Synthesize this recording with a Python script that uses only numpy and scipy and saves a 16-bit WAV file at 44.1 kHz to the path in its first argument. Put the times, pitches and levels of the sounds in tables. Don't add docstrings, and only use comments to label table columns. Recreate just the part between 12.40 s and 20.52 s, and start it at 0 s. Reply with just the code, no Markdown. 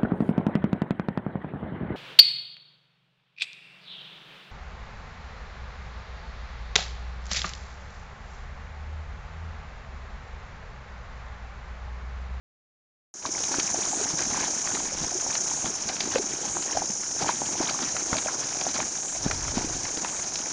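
import sys
import numpy as np
from scipy import signal
from scipy.fft import rfft, irfft, next_fast_len
from scipy.io import wavfile
from scipy.ndimage import uniform_filter1d, map_coordinates

SR = 44100
rng = np.random.default_rng(int(sys.argv[2]) if len(sys.argv) > 2 else 0)


def transcribe(u):
    v = np.clip(np.atleast_2d(u).T, -1, 1)
    q = np.round(v * 32767).astype(np.int16)
    wavfile.write(sys.argv[1], SR, q)


N = 358091
T = np.arange(N) / SR
START_S = 0.74

# (time [s], level [dB], pitch [Hz], swell and decay time [s])
BIG_BUBBLES = [(0.853,-12,1070,0.0011), (1.184,-19.5,330,0.0014), (1.344,-22.5,714,0.0012),
               (1.531,-24,800,0.002), (1.611,-24.5,398,0.0037), (1.735,-28.5,160,0.004),
               (1.945,-22,1040,0.001), (1.976,-21,930,0.001), (2.614,-28,161,0.0032),
               (2.75,-25.5,356,0.0051), (2.865,-22,806,0.00062), (3.114,-27,870,0.00098),
               (3.243,-25.5,744,0.0014), (3.245,-26,190,0.0014), (3.498,-25.5,740,0.0017),
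               (3.674,-23.5,348,0.0024), (3.748,-31,476,0.0021), (3.758,-13,500,0.003),
               (3.795,-23,390,0.0044), (3.935,-29.5,340,0.0027), (4.169,-16.5,970,0.00045),
               (4.351,-26.5,630,0.0023), (4.371,-14.5,743,0.0015), (4.42,-20,810,0.0012),
               (4.5,-31.5,204,0.0035), (4.811,-29,670,0.0028), (4.822,-25.5,805,0.0026),
               (4.829,-27.5,170,0.003), (4.862,-19.5,805,0.00079), (4.893,-16.5,930,0.0019),
               (5.018,-19.5,770,0.00081), (5.203,-18,314,0.0025), (5.209,-21.5,675,0.0014),
               (5.226,-22.5,794,0.00077), (5.346,-25,1090,0.0014), (5.728,-13.5,198,0.00096),
               (5.753,-28,630,0.0051), (5.86,-20,610,0.0014), (6.214,-25.5,673,0.00098),
               (6.266,-19,710,0.0012), (6.388,-27,600,0.003), (6.404,-22.5,790,0.00064),
               (6.863,-11.5,203,0.0013), (7.171,-16.5,245,0.0027), (7.245,-22,297,0.0028),
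               (7.573,-25,275,0.0011), (7.647,-26,940,0.001)]
# (time [s], relative level [dB], cavity ring [Hz])
SKIN_TEARS = [(0.853,-22.5,1070), (0.86,-12,3800), (1.037,-19,3880), (1.1193,-24.5,1150),
              (1.142,-19.5,1640), (1.197,-13.5,2720), (1.791,-17,1580), (2.2734,-18.5,2170),
              (2.35,-17.5,2600), (2.9523,-14.5,2440), (3.4884,-14.5,3920), (3.494,-20.5,1630),
              (3.565,-22,2860), (3.605,-12,3320), (3.655,-23.5,1420), (3.719,-21,2350), (3.7566,-16,1500),
              (3.782,-19.5,3740), (4.372,-21,1630), (4.634,-23.5,1690), (4.881,-15,2300),
              (4.8894,-9.5,1080), (5.229,-28,1030), (5.2955,-15,3900), (5.3893,-20,1080),
              (5.5652,-16.5,1610), (5.7299,-15.5,1380), (5.767,-16.5,2920), (5.7822,-16,2200),
              (5.885,-18,1190), (6.211,-17,3900), (6.265,-21,1310), (6.343,-22,4250), (6.4019,-16,1730),
              (6.428,-19.5,1430), (6.911,-12,1700), (7.08,-19,1450), (7.452,-21.5,1420), (7.573,-19,4600),
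              (7.6461,-12,1540), (7.9556,-17,3800)]
# (frequency [Hz], gain [dB])
MUD_EQ = [(40, -25), (90, -10), (170, -2.5), (330, 4.5), (500, -2.5), (800, -2), (1200, -10.5), (1700, -13),
          (3000, -45)]
# (frequency [Hz], gain [dB])
SPATTER_EQ = [(150, -13.5), (450, -3.5), (900, 0), (1500, -1.5), (2300, -3.5), (3200, -6.5), (4800, 0),
              (7500, -8), (10000, -45)]


def amp(db):
    return 10 ** (np.asarray(db) / 20)


def unit(x):
    return x / np.sqrt(np.mean(x ** 2) + 1e-20)


def automation(points):
    return np.interp(T, *np.transpose(points))


def wobble(rate):
    return map_coordinates(rng.standard_normal(2048), [T * rate], mode="wrap")


def coloured(x, points):
    size = 2 * next_fast_len(N // 2 + 8192)
    hz, db = np.transpose(points)
    gain = amp(np.interp(np.log(np.fft.rfftfreq(size, 1 / SR) + 1), np.log(hz), db))
    cepstrum = irfft(np.log(gain))
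    cepstrum[1:size // 2] *= 2
    cepstrum[size // 2 + 1:] = 0
    return unit(irfft(rfft(x, size) * np.exp(rfft(cepstrum)), size)[:N])


def add(track, s, sound):
    part = track[max(0, round(s * SR)):][:len(sound)]
    part += sound[:len(part)]


def swell(u):
    return u * np.exp(1 - u)


def wind(calm_db=-63, edge_s=0.058):
    # (start [s], length [s], level [dB])
    puffs = [(1.845, 0.071, -51), (2.41, 0.24, -50.5), (6.858, 0.34, -39), (7.298, 0.14, -45.5)]
    # (frequency [Hz], gain [dB])
    rumble_eq = [(10, -10), (35, -4.5), (70, -5), (130, -7.5), (300, -24), (900, -67)]
    strength = amp(calm_db)
    for s, length, db in puffs:
        outside_s = np.abs(T - np.clip(T, s, s + length))
        strength += amp(db) * np.exp(-outside_s / edge_s)
    return strength * amp(2.1 * wobble(rate=9.2)) * coloured(rng.standard_normal(N), rumble_eq)


def tymbal(click_hz, drift, scatter_db, blur, ring_cycles=0.6):
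    turns = np.cumsum(click_hz * (1 + drift * wobble(rate=9))) / SR
    clicks = np.diff(np.floor(turns), prepend=0) * amp(scatter_db * wobble(rate=200))
    smear = rng.standard_normal(N) * np.exp(-(turns % 1) / ring_cycles)
    return unit(unit(clicks) + blur * unit(smear))


def phrasing(flutter_s=0.16, buzz_s=0.17, relax_s=0.056, rest_tension=0.16, beat_tension=0.48):
    # (stutter start [s], beats start [s], beat rate [Hz], beat depth [0-1], buzz tension [0-1])
    phrases = [(0.795, 1.086, 27.2, 0.44, 0.9), (1.633, 1.902, 28.3, 0.36, 0.7),
               (2.466, 2.744, 30, 0.37, 0.7), (3.294, 3.787, 26, 0.37, 1), (4.255, 4.571, 27, 0.21, 0.7),
               (5.125, 5.345, 28, 0.28, 0.7), (5.877, 6.203, 27.9, 0.32, 0.95),
               (6.771, 7.044, 27.7, 0.34, .85), (7.82, 8.104, 36, 0.2, .85)]
    stutter_hz, stutter_depth = 15.7, 0.46
    flutter_hz, flutter_depth = 62.4, 0.37
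    tremolo, tension = np.ones(N), [(START_S, 0.44)]
    ends = [row[0] for row in phrases[1:]] + [T[-1] + 1]
    for (start, beats, beat_hz, beat_depth, peak), end in zip(phrases, ends):
        flutter, buzz = beats - flutter_s, end - buzz_s
        for begin, stop, hz, depth in [(start, flutter, stutter_hz, stutter_depth),
                                       (flutter, beats, flutter_hz, flutter_depth),
                                       (beats, buzz, beat_hz, beat_depth)]:
            part = (T >= begin) & (T < stop)
            pulses = 1 + depth * np.cos(2 * np.pi * hz * (T[part] - begin))
            tremolo[part] = pulses / np.sqrt(1 + depth ** 2 / 2)
        tension += [(start + relax_s, rest_tension), (buzz, beat_tension)]
        tension += [(buzz + buzz_s / 3, peak), (end - buzz_s / 3, peak)]
    return tremolo, automation(tension)


def cicada_body(song, tension):
    # (frequency [Hz], gain [dB])
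    slack_eq = [(3300, -27.5), (4500, -24), (5000, -7.5), (5400, -0.5), (6000, 2), (6600, 1), (7100, -5.5),
                (7500, -16), (8000, -33), (8500, -21.5), (9200, -18), (9700, -27), (10500, -58.5)]
    # (frequency [Hz], gain [dB])
    tense_eq = [(3600, -47), (5100, -23), (5500, -10), (6000, -2.5), (6650, 3), (7000, 0.5), (7450, -5),
                (7750, -12.5), (8100, -22), (8550, -10.5), (9300, -19.5), (9700, -29), (10500, -63)]
    hz, t, frames = signal.stft(song, SR, nperseg=256)
    slack, tense = (np.interp(hz, *np.transpose(eq))[:, None] for eq in (slack_eq, tense_eq))
    gain = amp(slack + (tense - slack) * np.interp(t, T, tension))
    gain /= np.linalg.norm(gain, axis=0)
    return unit(signal.istft(frames * gain, SR, nperseg=256)[1][:N])


def cicadas():
    # (time [s], level [dB])
    fader = [(1.0, -29), (2.2, -29), (2.55, -32), (3.0, -28.5), (3.5, -33), (4.2, -31), (5.5, -30.5),
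             (6.5, -31.2), (7.0, -32.5), (8.1, -32)]
    tremolo, tension = phrasing()
    near = tymbal(click_hz=522, drift=0.03, scatter_db=1.2, blur=1.45)
    second = tymbal(click_hz=553, drift=0.025, scatter_db=1, blur=0.9)
    chorus = amp(-7.5) * second + amp(-10) * rng.standard_normal(N)
    song = uniform_filter1d(tremolo, size=64) * near + chorus
    return amp(automation(fader)) * cicada_body(song, tension)


def bank_echo(x, t60):
    t = np.arange(SR // 2) / SR
    tail = rng.standard_normal(len(t)) * amp(-60 * t / t60) * (1 - np.exp(-t / 0.003))
    return signal.fftconvolve(x, tail / np.linalg.norm(tail))[:N]


def surface_echo(x, delay_s, share):
    return x + share * np.interp(T - delay_s, T, x, left=0)


def flurries(rows, build_s, settle_s):
    out, t = np.zeros(N), np.arange(-SR // 2, SR // 2) / SR
    shape = np.exp(np.minimum(t / build_s, -t / settle_s))
    for s, db in rows:
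        add(out, s + t[0], amp(db) ** 2 * shape)
    return out


def gas_flow(plop_send_db, splat_send_db):
    # (time [s], level [dB])
    seethe = [(.8, -39), (1.1, -38), (1.5, -38), (2.08, -36.5), (2.18, -41), (2.3, -36.5), (2.5, -39),
              (3.0, -38.5), (3.5, -40), (4.15, -38.5), (4.65, -43), (5.05, -38), (5.9, -38.5), (6.35, -39),
              (6.62, -41.5), (7.2, -37.5), (7.7, -40), (8.1, -40)]
    # (time [s], level [dB])
    gushes = [(1.13, -32.5), (1.39, -36), (1.61, -36), (1.81, -35), (2.02, -30), (2.62, -36.5), (3.12, -39),
              (3.26, -35.5), (3.64, -36), (4.82, -29.5), (5.23, -35), (5.42, -33.5), (6.36, -32.5),
              (7.17, -32.5)]
    stirs = [(s, db + plop_send_db) for s, db, *_ in BIG_BUBBLES]
    stirs += [(s, db + splat_send_db) for s, db, _ in SKIN_TEARS]
    churning = flurries(stirs, build_s=0.017, settle_s=0.02)
    gushing = flurries(gushes, build_s=0.0092, settle_s=0.017)
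    return np.sqrt(amp(automation(seethe)) ** 2 + churning + gushing)


def bubble(t, hz, life_s, phase, rise):
    age = t / life_s
    pitch = hz * (1 + rise * np.tanh((age - 1.5) / 4))
    return swell(age) * np.sin(2 * np.pi * np.cumsum(pitch) / SR + phase)


def swarm(count, low_hz, high_hz, cycles, scatter_db):
    out, t = np.zeros(N), np.arange(SR // 20) / SR
    for when, height, phase, loud, length in rng.random((count, 5)):
        hz = low_hz * (high_hz / low_hz) ** height
        life_s = cycles * 2 ** (2 * length - 1) / hz
        ring = bubble(t, hz, life_s, 2 * np.pi * phase, rise=0.33)
        add(out, when * N / SR, hz * amp(scatter_db * loud ** 2) * ring)
    return unit(out)


def crackle(spike_db):
    return unit(rng.standard_normal(N) * amp(spike_db * wobble(rate=1900)))


def simmer(surge=1.6):
    flow = gas_flow(plop_send_db=-18.5, splat_send_db=-27.5)
    spray = gas_flow(plop_send_db=-30, splat_send_db=-25.5)
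    bubbles = swarm(count=2400, low_hz=102.7, high_hz=1514, cycles=0.52, scatter_db=15.5)
    blub = amp(-5) * coloured(bubbles, MUD_EQ) + amp(-7) * coloured(rng.standard_normal(N), MUD_EQ)
    droplets = swarm(count=3200, low_hz=800, high_hz=3600, cycles=1.2, scatter_db=12)
    droplets *= amp(4 * wobble(rate=28))
    wash = crackle(spike_db=1) * amp(2.8 * wobble(rate=110))
    patter = amp(-7.5) * coloured(droplets, SPATTER_EQ) + amp(-3) * coloured(wash, SPATTER_EQ)
    heave = unit(flow ** surge) * swarm(count=500, low_hz=73.4, high_hz=220, cycles=0.31, scatter_db=12)
    return flow * blub + spray * patter + amp(-53) * heave


def splats(gain_db=-9.5, snap_s=0.0011, width_octaves=0.66, body_db=-7, spray_db=-16, spray_s=0.0063):
    out, t = np.zeros(N), np.arange(3072) / SR
    hz = np.fft.rfftfreq(len(t), 1 / SR)
    snaps = coloured(crackle(spike_db=2.7), SPATTER_EQ)
    envelope = swell(t / snap_s) + amp(spray_db) * swell(t / spray_s)
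    for s, db, ring_hz in SKIN_TEARS:
        ring = np.exp(-0.5 * (np.log2((hz + 1) / ring_hz) / width_octaves) ** 2)
        body = amp(body_db) / (1 + (hz / (2 * ring_hz)) ** 2)
        spectrum = rfft(snaps[round(s * SR):], len(t))
        burst = unit(irfft(spectrum * (body + ring)))
        add(out, s, amp(db + gain_db) * envelope * burst)
    return out


def plops(slosh_db=-17, slosh_attack_s=0.0022, slosh_decay_s=0.0074):
    rings, slosh, t = np.zeros(N), np.zeros(N), np.arange(SR // 6) / SR
    slosh_shape = (1 - np.exp(-t / slosh_attack_s)) * np.exp(-t / slosh_decay_s)
    for s, db, hz, life_s in BIG_BUBBLES:
        add(rings, s, amp(db) * bubble(t, hz, life_s, phase=rng.uniform(0, 2 * np.pi), rise=0.1))
        add(slosh, s, amp(db + slosh_db) * slosh_shape)
    return rings + slosh * coloured(crackle(spike_db=1.7), MUD_EQ)


def scene():
    bursts = plops() + splats()
    pool = bursts + amp(-17.5) * bank_echo(bursts, t60=0.14) + simmer()
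    return (surface_echo(pool, delay_s=0.001262, share=0.16) + cicadas() + wind())[None]


def record(dry):
    fade_from_db, fade_s, high_cut_hz = -13.5, 0.24, 10300
    fade = (T >= START_S) * amp(fade_from_db * np.clip(1 - (T - START_S) / fade_s, 0, 1))
    size = next_fast_len(N + SR // 4)
    passband = np.fft.rfftfreq(size, 1 / SR) < high_cut_hz
    return irfft(rfft(dry * fade, size) * passband, size)[:, :N]


dry = scene()
out = record(dry)
transcribe(out)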